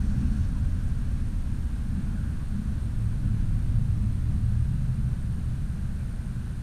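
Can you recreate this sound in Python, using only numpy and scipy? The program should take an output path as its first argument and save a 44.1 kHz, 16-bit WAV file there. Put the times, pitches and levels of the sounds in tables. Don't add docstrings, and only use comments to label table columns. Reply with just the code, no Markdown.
import sys
import numpy as np
from scipy import signal
from scipy.fft import rfft, irfft
from scipy.io import wavfile
from scipy.ndimage import uniform_filter1d

SR = 44100
rng = np.random.default_rng(int(sys.argv[2]) if len(sys.argv) > 2 else 0)


def transcribe(u):
    v = np.clip(np.atleast_2d(u).T, -1, 1)
    q = np.round(v * 32767).astype(np.int16)
    wavfile.write(sys.argv[1], SR, q)


N = 292203
TIME = np.arange(N) / SR

# frequency_hz, relative_db
HISS_SPECTRUM = [(4000, 0), (5100, -.7), (6000, 0), (7100, -.6), (7900, -2.3), (8900, .7), (10000, .7),
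                 (11400, -4.7), (13600, -9.3), (15200, -15.5)]
SIZZLE_SPECTRUM = [(1000, -11), (2600, -3.5), (4600, -2.5), (5600, 2.5), (6800, -1), (8500, -6),
                   (13000, -45)]
TYRE_SPECTRUM = [(150, -2.5), (350, 3), (480, -0.2), (650, -1.5), (900, -5), (1100, -3), (1350, -4.5),
                 (1750, -6), (2100, -10.5), (2600, -11.5), (3300, -15.5), (4300, -15), (5200, -27.5),
                 (12000, -65)]
RUMBLE_SPECTRUM = [(3, -49), (10, -2.5), (18, -0.5), (36, 1.2), (52, -2), (75, -1.5), (100, -6.5),
                   (125, -6), (150, -14.5), (220, -24), (400, -45), (1000, -110)]
ROAR_SPECTRUM = [(70, -23), (115, -3.5), (138, -3), (165, -4.5), (198, -1.1), (222, -5.5), (255, -11.5),
                 (290, -17.5), (320, -22.5), (365, -34.5), (500, -56), (1500, -100)]
WHINE_PULSES = [(.17, .1, .04), (.675, .26, .04)]
# pitch_hz, relative_db
RING_TONES = [(2550, -12), (4400, -10), (5600, -16), (6150, -13.5)]
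# time_s, level_db
TREAD_LEVELS = [(0.05, -59), (0.35, -59), (0.6, -63), (1.0, -60), (1.2, -66), (1.9, -63), (2.3, -59.5),
                (2.8, -63), (3.15, -65), (3.6, -63), (4.0, -73), (4.6, -64.5), (5.2, -64), (6.35, -60.5),
                (6.63, -61.5)]
# peak_s, centre_hz, width_hz, level_db, length_s
SOFT_RUBS = [(0.146, 676, 150, -57.5, 0.1), (0.24, 2600, 220, -63.5, 0.16), (0.345, 1630, 120, -58, 0.07),
             (0.57, 1000, 70, -59, 0.07), (2.42, 1170, 70, -60, 0.08), (3.287, 1380, 150, -58, 0.051),
             (6.015, 2447, 219.5, -63, 0.06)]
# peak_s, level_db, rise_s, fall_s (time to sink to 37%)
THROTTLE_SURGES = [(0.18, -32, 0.27, 0.39), (2.0, -34.5, 0.17, 0.42), (2.68, -36, 0.15, 0.075),
                   (3.25, -35, 0.053, 1), (4.35, -36.5, 0.19, 0.18), (4.72, -41, 0.08, 0.44)]
# nearest_s, rumble_db, half_power_s, exhaust_hz, exhaust_db
HEAVY_VEHICLES = [(0.35, -26, 1.07, 77.47, -34.5), (3.65, -26, 0.44, 139.2, -40),
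                  (4.4, -33, 0.34, 75.47, -39.5), (4.85, -32.5, 0.32, 140.1, -35.5),
                  (5.5, -33.5, 0.45, 72.34, -40)]
# peak_s, pitch_hz, level_db, length_s
LOW_BOOMS = [(0.196, 206, -39, 0.72), (0.707, 199, -42.5, 0.54), (1.93, 192, -36.5, 0.22),
             (2.143, 201, -40, 0.24), (2.627, 203, -33.5, 0.29), (3.275, 145, -31, 0.12),
             (3.666, 192, -43, 0.49), (4.049, 203, -39.5, 0.21), (4.76, 190, -37, 0.18),
             (4.98, 213, -39, 0.26)]
# start_s, length_s, pitch_hz, glide_hz_per_s, level_db, change_db_per_s
FAR_DRONES = [(-0.1, 2.45, 241.2, -2.5, -47.5, 0), (2.536, 1.73, 231.5, -2.5, -50.5, 0),
              (-0.1, 4.4, 291.3, -0.16, -53.5, -2.5), (4.245, 0.71, 73.7, 4, -33.5, 0),
              (4.907, 1.5, 173.6, -1.4, -48, 1.5), (5.433, 0.46, 203.5, 0, -47, 6)]
# time_s, pitch_hz, level_db
NEAR_DRONE = [(2.7, 111.5, -39.5), (2.85, 111.5, -32), (3.3, 106.1, -29.5), (3.55, 107.1, -31.5),
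              (3.75, 108.5, -27.5), (4.05, 106.9, -32), (4.3, 107.5, -36), (4.578, 112.8, -28.5),
              (4.751, 125.1, -35.5), (5.08, 124.5, -31), (5.249, 122.9, -42.5), (5.7, 122.5, -37),
              (6.1, 127, -42.5), (6.63, 121, -37)]

DRONE_FADE_S = 0.027


def gain_of(db):
    return 10 ** (np.asarray(db) / 20)


def unit_level(sound):
    return sound / np.sqrt(np.mean(sound ** 2) + 1e-20)


def ramp(start_s, length_s):
    return np.clip((TIME - start_s) / length_s, 0, 1)


def arch(peak_s, length_s):
    return np.cos(np.pi * np.clip((TIME - peak_s) / length_s, -.5, .5))


def noise(spectrum):
    hz = np.fft.rfftfreq(N, 1 / SR)
    points_hz, points_db = np.transpose(spectrum)
    shape = gain_of(np.interp(np.log(hz + 1), np.log(points_hz), points_db))
    return unit_level(irfft(rfft(rng.standard_normal(N)) * shape, N))


def drift(rate_hz):
    hz = np.fft.rfftfreq(N, 1 / SR)
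    shape = np.exp(-.5 * (hz / rate_hz) ** 2)
    return unit_level(irfft(rfft(rng.standard_normal(N)) * shape, N))


def noise_band(centre_hz, width_hz):
    angle = 2 * np.pi * centre_hz * TIME
    return unit_level(drift(width_hz) * np.cos(angle) + drift(width_hz) * np.sin(angle))


def steadied(sound, samples):
    local_power = uniform_filter1d(uniform_filter1d(sound ** 2, samples), samples)
    return sound / np.sqrt(local_power + 1e-12)


def camera(pictures_per_s=29.97):
    cycle = (TIME * pictures_per_s) % 1
    power = sum(np.interp(cycle, [peak - rise, peak, peak + fall], [0, 1, 0])
                for peak, rise, fall in WHINE_PULSES)
    pulsing = np.sqrt(power + gain_of(-10) ** 2)
    tone = steadied(noise_band(8570, width_hz=74), samples=330)
    flicker = gain_of(1.4 * drift(rate_hz=13))
    whine = gain_of(-68) * unit_level(pulsing * tone * flicker)
    return whine + gain_of(-61) * noise(HISS_SPECTRUM)


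def sizzle(start_db=-63.5, drop_db=2.3, fade_db_per_s=3.5):
    dropped = ramp(start_s=0.48, length_s=0.08)
    rings = sum(gain_of(db) * noise_band(hz, width_hz=48) for hz, db in RING_TONES)
    rustle = noise(SIZZLE_SPECTRUM) + gain_of(-12 * dropped) * rings
    level_db = start_db - drop_db * dropped - fade_db_per_s * TIME
    flicker_db = 1.4 * drift(rate_hz=25)
    return rustle * gain_of(level_db + flicker_db)


def tyres(start_db=-52.5, fade_db_per_s=0.2172):
    power = gain_of(start_db - fade_db_per_s * TIME) ** 2
    power += gain_of(-26) ** 2 * surge_power()
    tread_db = np.interp(TIME, *np.transpose(TREAD_LEVELS))
    tread = noise_band(1526, width_hz=150) * gain_of(tread_db + drift(rate_hz=7.5))
    wash = np.sqrt(power) * noise(TYRE_SPECTRUM)
    return (wash + tread) * gain_of(0.19 * drift(rate_hz=7.8))


def scuffs():
    return sum(gain_of(db) * arch(peak_s, length_s) * steadied(noise_band(hz, width_hz), samples=800)
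               for peak_s, hz, width_hz, db, length_s in SOFT_RUBS)


def surge_power():
    power = np.zeros(N)
    for peak_s, db, rise_s, fall_s in THROTTLE_SURGES:
        dying = np.exp(-np.maximum(TIME - peak_s, 0) / fall_s)
        power += (gain_of(db) * ramp(peak_s - rise_s, rise_s) * dying) ** 2
    return power


def traffic(steady_rumble_db=-34, steady_roar_db=-40.5):
    rumble_power = gain_of(steady_rumble_db) ** 2
    exhausts = np.zeros(N)
    for nearest_s, rumble_db, half_power_s, exhaust_hz, exhaust_db in HEAVY_VEHICLES:
        nearness = 1 / np.hypot(1, (TIME - nearest_s) / half_power_s)
        rumble_power += (gain_of(rumble_db) * nearness) ** 2
        pipe_hum = steadied(noise_band(exhaust_hz, width_hz=0.17 * exhaust_hz), samples=5000)
        exhausts += gain_of(exhaust_db) * nearness * pipe_hum
    rumble = np.sqrt(rumble_power) * steadied(noise(RUMBLE_SPECTRUM), samples=4000)
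    roar_power = gain_of(steady_roar_db) ** 2 + surge_power()
    roar = np.sqrt(roar_power) * steadied(noise(ROAR_SPECTRUM), samples=5000)
    return rumble + roar + exhausts


def engine_tone(pitch_hz, waver):
    turns = np.cumsum(pitch_hz) / SR
    tone = np.sin(2 * np.pi * turns + waver * drift(rate_hz=6.7))
    flutter = 1 + waver * drift(rate_hz=23)
    return unit_level(tone * flutter)


def far_engines():
    drones = np.zeros(N)
    for start_s, length_s, hz, glide_hz_per_s, db, change_db_per_s in FAR_DRONES:
        age_s = np.clip(TIME - start_s, 0, length_s)
        heard = ramp(start_s, DRONE_FADE_S) - ramp(start_s + length_s, DRONE_FADE_S)
        tone = engine_tone(hz + glide_hz_per_s * age_s, waver=0.23)
        drones += heard * gain_of(db + change_db_per_s * age_s) * tone
    return drones


def booms():
    return sum(gain_of(db) * arch(peak_s, length_s) * engine_tone(np.full(N, hz), waver=0.69)
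               for peak_s, hz, db, length_s in LOW_BOOMS)


def near_engine():
    time_s, pitch_hz, level_db = np.transpose(NEAR_DRONE)
    tone = engine_tone(np.interp(TIME, time_s, pitch_hz), waver=0.26)
    loudness = gain_of(np.interp(TIME, time_s, level_db))
    return ramp(time_s[0], DRONE_FADE_S) * loudness * tone


def scene():
    background = camera() + sizzle() + tyres() + scuffs()
    engines = traffic() + far_engines() + booms() + near_engine()
    return (background + engines)[None]


def record(dry, fade_s=0.003, cutoff_hz=15250):
    faded = dry * ramp(0, fade_s) * (1 - ramp(TIME[-1] - fade_s, fade_s))
    low_pass = signal.firwin(1023, cutoff_hz, window=("kaiser", 9), fs=SR)
    return signal.oaconvolve(faded, low_pass[None], "same")


dry = scene()
out = record(dry)
transcribe(out)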